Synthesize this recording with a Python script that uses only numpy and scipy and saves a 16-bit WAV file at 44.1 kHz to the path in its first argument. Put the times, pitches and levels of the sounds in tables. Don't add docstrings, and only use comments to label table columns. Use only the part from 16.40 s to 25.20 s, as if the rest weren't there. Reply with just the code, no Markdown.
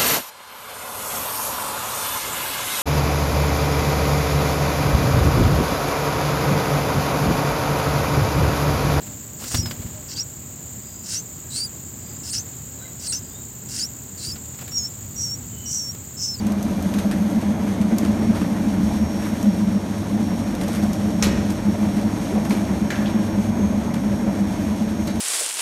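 import sys
import numpy as np
from scipy import signal
from scipy.fft import rfft, irfft
from scipy.io import wavfile
from scipy.ndimage import uniform_filter1d

SR = 44100
rng = np.random.default_rng(int(sys.argv[2]) if len(sys.argv) > 2 else 0)


def file_out(sig):
    cols = np.atleast_2d(sig).T
    lim = np.clip(cols, -1, 1)
    pcm = np.round(lim * 32767).astype(np.int16)
    wavfile.write(sys.argv[1], SR, pcm)


N = 388080
TIME = np.arange(N) / SR

# t/s, level/dB, boom f/Hz, length at half power/s
HEAVY_BLOWS = [(0.07, -17, 210, 0.022), (0.11, -19.0, 208, 0.017), (0.18, -21.5, 200.8, 0.021),
               (0.25, -17, 200.5, 0.018), (0.32, -20, 202.6, 0.02), (0.37, -20.0, 211.1, 0.023),
               (0.47, -19, 199.3, 0.024), (0.51, -18, 198, 0.017), (0.57, -18, 210.8, 0.031),
               (0.67, -16.5, 208.9, 0.041), (0.76, -20.5, 196, 0.027), (0.82, -18, 206, 0.044),
               (0.88, -20, 209.9, 0.025), (0.93, -19, 211.8, 0.02), (0.97, -16.0, 213.3, 0.035),
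               (1.1, -15.5, 209.8, 0.02), (1.18, -21, 205.4, 0.018), (1.26, -25, 209.3, 0.018),
               (1.3, -21.0, 198, 0.02), (1.41, -18.0, 214.2, 0.026), (1.45, -18, 206.5, 0.02),
               (1.54, -13.5, 213, 0.03), (1.6, -22.5, 213.6, 0.019), (1.7, -15.5, 202.2, 0.027),
               (1.8, -20.5, 214, 0.036), (1.9, -15, 208, 0.035), (1.95, -20, 211, 0.022),
               (2.13, -16, 210, 0.02), (2.21, -17.5, 210, 0.02), (2.3, -17, 208.7, 0.022),
               (2.39, -18, 210.4, 0.021), (2.45, -17.5, 210, 0.043), (2.55, -20.5, 211.9, 0.042),
               (2.62, -19.5, 207, 0.04), (2.76, -22, 211, 0.02), (2.86, -21.5, 208, 0.02),
               (2.93, -16.5, 210.5, 0.019), (3.08, -11, 203, 0.031), (3.23, -15, 212, 0.021),
               (3.28, -17.5, 211, 0.023), (3.36, -13.5, 203.7, 0.027), (3.75, -16.5, 209, 0.03),
               (3.8, -20.5, 216.3, 0.037), (3.911, -22, 200.5, 0.02), (4.08, -19, 206.3, 0.02),
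               (4.38, -16, 204.8, 0.021), (4.44, -16, 210.2, 0.021), (4.49, -21.0, 206.6, 0.035),
               (4.67, -21.5, 200, 0.027), (4.71, -21, 212.1, 0.02), (4.8, -18, 209.3, 0.04),
               (4.88, -19, 200.4, 0.027), (5.0, -17, 209, 0.021), (5.09, -18.0, 205.5, 0.022),
               (5.28, -13.5, 203, 0.032), (5.43, -14, 201.4, 0.022), (5.479, -21.5, 202.4, 0.019),
               (5.58, -16, 202, 0.02), (5.66, -16.0, 209.3, 0.02), (5.97, -14, 206, 0.027),
               (6.02, -21, 211.5, 0.021), (6.11, -13.5, 207.5, 0.022), (6.18, -19, 216.4, 0.019),
               (6.23, -20, 205, 0.02), (6.32, -18, 205.2, 0.043), (6.42, -19, 210.5, 0.026),
               (6.461, -18, 208.6, 0.021), (6.61, -19.5, 206.2, 0.042), (6.67, -20, 214, 0.027),
               (6.761, -15, 209.4, 0.024), (6.81, -19, 202, 0.025), (6.98, -18.0, 200.1, 0.029),
               (7.009, -17.0, 212.8, 0.019), (7.1, -19, 210, 0.019), (7.24, -15.5, 204.6, 0.033),
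               (7.31, -21, 211, 0.02), (7.35, -18.5, 208, 0.02), (7.39, -17.5, 211, 0.022),
               (7.57, -20, 214.7, 0.02), (7.67, -16.5, 210, 0.02), (7.72, -17.5, 198, 0.034),
               (7.89, -18.5, 207.3, 0.019), (8.02, -20, 203, 0.036), (8.07, -20, 212, 0.021),
               (8.3, -19, 214, 0.022), (8.42, -19, 203.6, 0.02), (8.49, -20.5, 215.2, 0.021),
               (8.6, -20, 210.2, 0.023)]


def undb(db):
    return 10 ** (np.asarray(db) / 20)


def unit(x):
    return x / np.sqrt(np.mean(x ** 2))


def curves(table):
    times, *columns = np.transpose(table)
    return [np.interp(TIME, times, column) for column in columns]


def walk(rate):
    levels = rng.standard_normal(2000)
    joined = np.interp(TIME * rate, np.arange(len(levels)), levels)
    return 1.3 * uniform_filter1d(joined, int(SR / rate))


def resonate(x, hz, width_hz):
    q = hz / min(width_hz, .3 * SR)
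    return signal.lfilter(*signal.iirpeak(min(hz, .45 * SR), q, fs=SR), x)


def steep(x, hz, width_hz):
    return resonate(resonate(x, hz, width_hz), hz, width_hz)


def colour(x, points, size=8192):
    hz, db = np.transpose(points)
    gain = undb(np.interp(np.log(np.fft.rfftfreq(size, 1 / SR) + 1), np.log(hz), db))
    cepstrum = irfft(np.log(gain))
    cepstrum[1:size // 2] *= 2
    cepstrum[size // 2 + 1:] = 0
    response = irfft(np.exp(rfft(cepstrum)))
    return signal.fftconvolve(x, response)[:len(x)]


def impacts(rate, spread_db):
    positions = rng.integers(0, N, int(rate * N / SR))
    direction, strength = rng.standard_normal((len(positions), 2)).T
    return unit(np.bincount(positions, np.sign(direction) * undb(spread_db * strength), N))


def chatter(size):
    return rng.standard_normal(size) * np.where(rng.random(size) < 3000 / SR, 3.5, 1)


def fade(t60, start=0):
    out, first = np.zeros(N), max(int(start * SR), 0)
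    age = TIME[:min(N - first, int(2 * t60 * SR))]
    out[first:first + len(age)] = np.exp(-np.log(1000) * age / t60)
    return out


def swells(blows):
    power = np.zeros(N)
    for t, db, length in blows:
        near = slice(*np.searchsorted(TIME, [t - 2 * length, t + 2 * length]))
        power[near] += undb(db) ** 2 * .5 ** ((2 * (TIME[near] - t) / length) ** 2)
    return power


def tumbling(load_db):
    gap_s, light_length_s = .088, .028
    late, strength = rng.standard_normal((120, 2)).T
    times = (np.arange(len(late)) + 0.22 * late) * gap_s
    light = swells((t, db, light_length_s) for t, db in zip(times, -1.5 + 0.5 * strength))
    heavy = swells((t, db, length) for t, db, _, length in HEAVY_BLOWS)
    return np.sqrt(np.maximum(heavy, undb(load_db) ** 2 * light))


def drum(load_db):
    # f/Hz, width/Hz, level/dB
    hollow_modes = [(204.4, 23, -7), (186.8, 15, -3), (226.8, 13.9, -3)]
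    _, boom_hz, _ = curves(HEAVY_BLOWS)
    bend_hz = 4.99 * walk(25)
    phase = 2 * np.pi * np.cumsum(boom_hz + bend_hz) / SR
    boom = np.sqrt(2) * np.sin(phase) * tumbling(load_db)
    flutter = undb(0.07 * walk(29))
    roll = sum(undb(db) * steep(impacts(rate=980, spread_db=2.5), hz, width)
               for hz, width, db in hollow_modes)
    return boom * flutter + unit(roll) * undb(load_db - 3.5)


def frame(shake_db):
    # f/Hz, width/Hz, level/dB
    frame_modes = [(52, 7.4, -4), (64.7, 11.5, -17), (80.6, 22.3, -0.5), (90, 17, -3.5), (104, 9.7, -2),
                   (135.2, 17, -5.5)]
    # f/Hz, level/dB
    hum_tones = [(105.4, -1.5), (99.1, -6.5)]
    # t/s, level/dB
    effort = [(0.0, -38), (1.0, -41), (1.2, -35), (1.5, -43), (1.8, -34), (2.6, -39), (3.2, -38),
              (4.0, -34), (4.6, -36), (5.5, -31), (5.9, -36.5), (6.7, -39.5), (7.1, -26.5), (7.45, -39.5),
              (8.0, -42), (8.4, -37), (8.8, -40)]
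    shocks = impacts(rate=820, spread_db=0.5)
    rumble = unit(sum(undb(db) * steep(shocks, hz, width) for hz, width, db in frame_modes))
    hum = np.zeros(N)
    for hz, db in hum_tones:
        amplitude = np.sqrt(2) * undb(db + 1.2 * walk(9))
        wavering_hz = hz * (1 + 0.0198 * walk(8))
        hum += amplitude * np.sin(2 * np.pi * np.cumsum(wavering_hz) / SR)
    return rumble * undb(shake_db - 0.95) + hum * undb(curves(effort)[0])


def panels(churn_db):
    # f/Hz, width/Hz, level/dB
    panel_modes = [(154.8, 22.4, -1), (177, 6.5, 0), (246.1, 15.4, 0), (276.3, 34, -0.5), (312.8, 42.6, 0),
                   (409.6, 27, -14.5), (570, 21, -10.5)]
    drone = sum(undb(db) * steep(impacts(rate=900, spread_db=1), hz, width)
                for hz, width, db in panel_modes)
    return unit(drone) * undb(churn_db + 2.5)


def jostle(depth_db):
    bumps = np.abs(impacts(rate=90, spread_db=1))
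    tails = signal.fftconvolve(bumps, fade(.12)[:SR // 4])[:N]
    flare = uniform_filter1d(tails, int(.005 * SR))
    power = 1 + undb(depth_db) * unit(flare) ** 2
    return np.sqrt(power / uniform_filter1d(power, int(.15 * SR)))


def churn(churn_db):
    # f/Hz, level/dB
    wash_spectrum = [(20, -8.5), (130, -0.5), (330, 4.5), (385, -2), (420, 4), (500, 1), (580, 3),
                     (730, -0.5), (950, -3), (1250, -9), (1900, -10.5), (2400, -15.5), (3000, -23),
                     (8000, -35.5)]
    # f/Hz, width/Hz, level/dB
    wall_modes = [(417, 21, -2.5), (539, 17, 1.5), (583, 16, 6), (636, 18, 4.5), (703.6, 25, 0.5),
                  (782.5, 18, 1), (864, 15, -3), (966, 15.4, 1.5), (1089, 19, -6.5), (1250, 16, -9),
                  (1394, 15, -10.5), (1560, 17, -8.5), (2000, 22, -21), (2150, 20, -8.5), (2370, 16, -6.5)]
    # t/s, level against the wash/dB
    wall_ring = [(0.0, -3), (1.1, -4), (2.5, -7), (5.3, -7), (6.3, -4), (8.8, -5)]
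    grit = impacts(rate=2000, spread_db=2.0) + undb(-1.0) * rng.standard_normal(N)
    wash = unit(colour(grit * jostle(depth_db=-2), wash_spectrum))
    wall = unit(sum(undb(db) * resonate(impacts(rate=220, spread_db=1.5), hz, width)
                    for hz, width, db in wall_modes))
    warped_time = TIME + np.cumsum(.012 * walk(7)) / SR
    bent_wall = np.interp(warped_time, TIME, wall, period=N / SR)
    return (wash + undb(curves(wall_ring)[0]) * bent_wall) * undb(churn_db - 1.5)


def rasp(hiss_db):
    # f/Hz, level/dB
    hiss_filter = [(600, -1), (2000, 1.5), (3400, 4), (4300, 2.5), (5100, -1.5), (6050, 4.5), (7600, -1.5),
                   (8900, 1.5), (11200, -3.5), (12300, 0), (13000, -32), (14200, -28)]
    flicker = undb(1.05 * walk(24))
    hiss = rng.standard_normal(N) + undb(-4.0) * impacts(rate=900, spread_db=3.0)
    return unit(colour(hiss, hiss_filter)) * undb(hiss_db - 0.54) * flicker


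def whine():
    strong_hz = (5573, 6430, 12431)
    # t/s, lower/dB, middle/dB, upper/dB
    standing_waves = [(0.0, -62, -59, -68), (0.3, -64, -60, -63), (0.6, -60.5, -55.5, -60.5),
                      (0.9, -65, -59, -62), (1.05, -61, -58.5, -65), (1.35, -68, -58, -68),
                      (1.85, -54.5, -63, -68), (2.1, -60, -61, -64), (2.45, -54, -57.5, -65),
                      (2.8, -52.5, -58, -63.5), (3.4, -56.5, -62, -72), (4.6, -53.5, -60, -68),
                      (5.4, -56, -61, -69), (5.9, -54.5, -57.5, -68), (6.3, -57.5, -59, -68),
                      (6.55, -55, -56.5, -64), (6.8, -54.5, -58, -64), (7.2, -58, -53.5, -67),
                      (7.8, -58, -63, -70), (8.7, -58.5, -54.5, -66)]
    # f/Hz, level/dB
    sidebands = [(3321, -63.5), (5734, -70), (5992, -79), (6270, -72), (6510, -63), (6672, -68),
                 (7134, -79), (11575, -69), (12004, -76)]
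    strong = [(hz, db + 4.0) for hz, db in zip(strong_hz, curves(standing_waves))]
    weak = [(hz, db + 2 * walk(1.68)) for hz, db in sidebands]
    drift_hz = 1.22 * walk(14)
    tones = sum(undb(db + 1.7 * walk(16)) * np.sin(2 * np.pi * np.cumsum(hz + drift_hz) / SR)
                for hz, db in strong + weak)
    return np.sqrt(2) * tones


def ticks():
    # t/s, level/dB
    strikes = [(0.068, -27.5), (0.1213, -28), (0.228, -26), (0.425, -26), (0.582, -36), (1.5837, -17),
               (3.028, -25.5), (4.152, -34), (4.282, -27), (4.331, -33), (4.4361, -31), (4.5324, -25),
               (5.1036, -30), (5.122, -34), (5.5665, -36), (6.0503, -30), (6.0966, -28), (6.504, -28),
               (7.5394, -31), (8.671, -31)]
    snaps = sum(undb(db + 1) * (.7 * fade(.014, t) + .2 * fade(.08, t)) for t, db in strikes)
    snap_spectrum = [(1000, -8), (4000, -4), (6300, 3.5), (8000, -1), (13000, -2)]
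    return colour(snaps * rng.standard_normal(N), snap_spectrum)


def workshop(x):
    dull_noise = colour(rng.standard_normal(N), [(1500, 0), (6000, -8), (14000, -20)])
    dull_tail = dull_noise * fade(t60=1, start=.008)
    bright_tail = undb(-6.0) * rng.standard_normal(N) * fade(t60=0.12, start=0.0078)
    response = (dull_tail + bright_tail)[:SR]
    return signal.fftconvolve(x, response / np.linalg.norm(response))[:N]


def spurts():
    # t/s, level/dB
    slaps = [(0.539, -36), (0.5831, -34.5), (0.712, -35.5), (1.0094, -42), (1.4135, -41), (1.6487, -37.5),
             (1.949, -40.5), (2.0108, -40), (3.5808, -44), (4.148, -42), (4.212, -37), (4.233, -39),
             (4.2852, -40), (4.331, -40), (4.3494, -38), (4.425, -41), (5.0994, -38), (5.5672, -40),
             (6.0502, -39), (6.1091, -35), (7.5398, -38), (7.9894, -44), (8.0694, -44), (8.674, -40),
             (8.756, -42)]
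    # f/Hz, level/dB
    spray_spectrum = [(600, 6), (2000, 8.5), (4300, 3.5), (5100, 2), (6500, 1), (7800, 0.5), (9300, 4.5),
                      (12300, -4), (14000, -6)]
    gush = sum(undb(db + 3.5) * fade(t60=0.12, start=t) for t, db in slaps)
    drops = impacts(rate=900, spread_db=2.5) + undb(-6) * rng.standard_normal(N)
    return unit(colour(drops, spray_spectrum)) * gush


def knocks():
    # t/s, level/dB, f/Hz
    potato_hits = [(0.583, -35, 1700), (0.639, -29, 603), (0.713, -31, 1510), (1.012, -38, 1903),
                   (1.42, -34, 595), (1.561, -22, 300), (1.626, -21, 308.5), (1.65, -35, 1595),
                   (1.675, -28, 597), (1.784, -20, 295), (1.803, -28, 738), (1.945, -32, 965),
                   (1.955, -35, 2080), (2.011, -30.5, 1310), (2.085, -34, 645), (2.234, -18.5, 278),
                   (2.335, -30, 301.8), (2.365, -34, 848.5), (2.505, -27, 699), (2.865, -36, 807),
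                   (4.014, -22, 300), (4.153, -31.5, 790), (4.28, -23.5, 601), (4.428, -29, 776),
                   (5.275, -18.5, 315), (5.425, -29, 852), (5.665, -26, 312), (5.905, -20, 340),
                   (5.955, -21, 564), (6.105, -25, 803), (6.11, -18, 316), (6.296, -24, 320),
                   (6.735, -21.5, 313), (6.825, -24, 328), (7.185, -20, 316.4), (7.471, -29, 764.5),
                   (7.865, -23.5, 607)]
    rattle_hz = 1800
    out, size = np.zeros(N + SR), SR // 2
    envelope = fade(t60=0.21)[:size] * (1 - np.exp(-TIME[:size] / 0.003))
    for t, db, hz in potato_hits:
        bark = steep(chatter(size), hz, hz * (0.14 + hz / rattle_hz)) * envelope
        gain = undb(db - 2.5) * np.linalg.norm(envelope) / np.linalg.norm(bark)
        first = int(t * SR)
        out[first:first + size] += gain * bark
    return out[:N]


def scrapes():
    # t/s, length/s, level/dB
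    drags = [(1.3, 0.12, -43), (1.982, 0.085, -45), (2.856, 0.11, -37), (2.97, 0.08, -43),
             (4.347, 0.19, -38.5), (6.136, 0.14, -39), (8.247, 0.17, -42), (8.686, 0.076, -40)]
    grit_spectrum = [(500, -3), (900, -4), (1400, 2.0), (2300, -1.0), (3000, -8), (7000, -13),
                     (12000, -11), (14000, -22)]
    envelope = sum(undb(db) * np.exp(-(2 * (TIME - t) / length) ** 2) for t, length, db in drags)
    grains = impacts(rate=2500, spread_db=4)
    return unit(colour(grains, grit_spectrum)) * envelope


def clacks():
    # t/s, level/dB, crack f/Hz, crash share/dB, ring share/dB, low-pass f/Hz
    contacts = [(4.825, -1, 6200, 0, -2, 17000), (4.828, -4.5, 1950, -3, -2, 15000),
                (4.836, -9, 10500, -5, -5, 17000), (4.844, -9.5, 3400, 0, -2, 15000),
                (4.868, -16, 6800, 0, -3, 17000), (6.106, -15, 2200, 1, 0, 13000),
                (6.504, -7, 1750, -5, 12, 15000), (6.516, -13, 1900, -4, 3, 12000),
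                (6.556, -19, 3000, 0, 6, 6000), (6.658, -14.5, 3050, -7, 2, 7000),
                (6.666, -19, 4100, -7, -4, 6000), (6.679, -18, 3300, -9, 0, 6000),
                (8.675, -19, 4200, -2, -3, 13000), (8.695, -20, 4000, -2, -3, 9000)]
    # f/Hz, level/dB, t60/s
    steel_modes = [(1428, -4, .21), (1810, -7, .16), (1986, -4, .2), (2358, -8, .15), (2697, -12, .15),
                   (2950, -7, .14), (3515, -9, .1), (3989, -9, .1), (4300, -9, .1), (5992, -5, .06),
                   (6794, -11, .07), (7130, -9, .07)]
    # f/Hz, level/dB
    crash_spectrum = [(30, -6), (60, 4), (200, 3), (500, 5), (1000, 1), (1900, 1.5), (3000, 0), (4300, 0),
                      (5100, -4), (6500, -1), (8500, -8), (12000, -10), (14000, -16)]
    out, size = np.zeros(N + SR), SR // 2
    ring = undb(-36.0) * sum(undb(db) * fade(t60)[:size] * np.sin(2 * np.pi * hz * TIME[:size])
                             for hz, db, t60 in steel_modes)
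    crack_decay = (fade(.022) + .7 * fade(.13))[:size]
    crash_decay = fade(0.16)[:size]
    for t, db, hz, crash_db, ring_db, top_hz in contacts:
        crack = undb(-19) * crack_decay * unit(steep(chatter(size), hz, .36 * hz))
        crash = undb(crash_db - 19.0) * crash_decay * unit(colour(chatter(size), crash_spectrum))
        softness = signal.butter(2, top_hz, fs=SR)
        clack = signal.lfilter(*softness, crack + crash + undb(ring_db) * ring)
        first = int(t * SR)
        out[first:first + size] += undb(db) * clack
    return out[:N]


def thuds():
    # t/s, level/dB, f/Hz, t60/s
    shudders = [(4.827, -24, 520, .2), (4.866, -19.5, 320, .22), (4.888, -28, 70, .5)]
    noise, out = rng.standard_normal(N), np.zeros(N)
    for t, db, hz, t60 in shudders:
        envelope = uniform_filter1d(fade(t60, t), int(0.0028 * SR))
        out += undb(db) * unit(steep(noise, hz, 0.5 * hz)) * envelope
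    return out


def scene():
    # t/s, light tumbling level/dB, frame rumble level/dB
    load_shifts = [(0.0, -23.5, -30.5), (1.0, -20.5, -34.5), (1.2, -23, -32), (2.4, -20.5, -30),
                   (2.8, -25.5, -32.5), (3.2, -20, -32), (3.4, -25, -33), (4.8, -21.5, -30),
                   (6.0, -25.5, -31.5), (6.2, -25, -31.5), (6.8, -25.5, -33), (7.15, -21.5, -28.5),
                   (7.6, -23.5, -31), (8.8, -22, -32.5)]
    # t/s, churning level/dB, wet hiss level/dB
    rubbing = [(0.0, -33.5, -44), (0.6, -33, -42), (1.2, -32, -43.5), (1.8, -30, -42.5), (2.7, -32, -42.5),
               (3.1, -32, -42.5), (3.5, -33.5, -43.5), (4.0, -32, -42.5), (4.4, -31.5, -43.5),
               (4.6, -31.5, -43), (5.0, -31.5, -42.5), (5.2, -31.5, -43.5), (6.0, -30.5, -41.5),
               (7.4, -31.5, -44.5), (8.0, -31.5, -43.5), (8.8, -33.5, -43)]
    load_db, shake_db = curves(load_shifts)
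    churn_db, hiss_db = curves(rubbing)
    boom = drum(load_db)
    jolts_db = 1.5 * walk(11)
    body = boom + frame(shake_db + jolts_db) + panels(churn_db)
    peeling = churn(churn_db) + knocks() + scrapes() + rasp(hiss_db) + spurts()
    hits = clacks() + thuds() + ticks()
    return (body + peeling + whine() + hits + undb(-8.0) * workshop(hits))[None]


def record(dry):
    # f/Hz, width/Hz, depth/0-1
    port_notch = (10400, 950, .52)
    hz, width_hz, depth = port_notch
    notched = dry - depth * resonate(dry, hz, width_hz)
    top_hz = 14100
    return signal.sosfilt(signal.ellip(12, .2, 80, top_hz, fs=SR, output="sos"), notched)


dry = scene()
out = record(dry)
file_out(out)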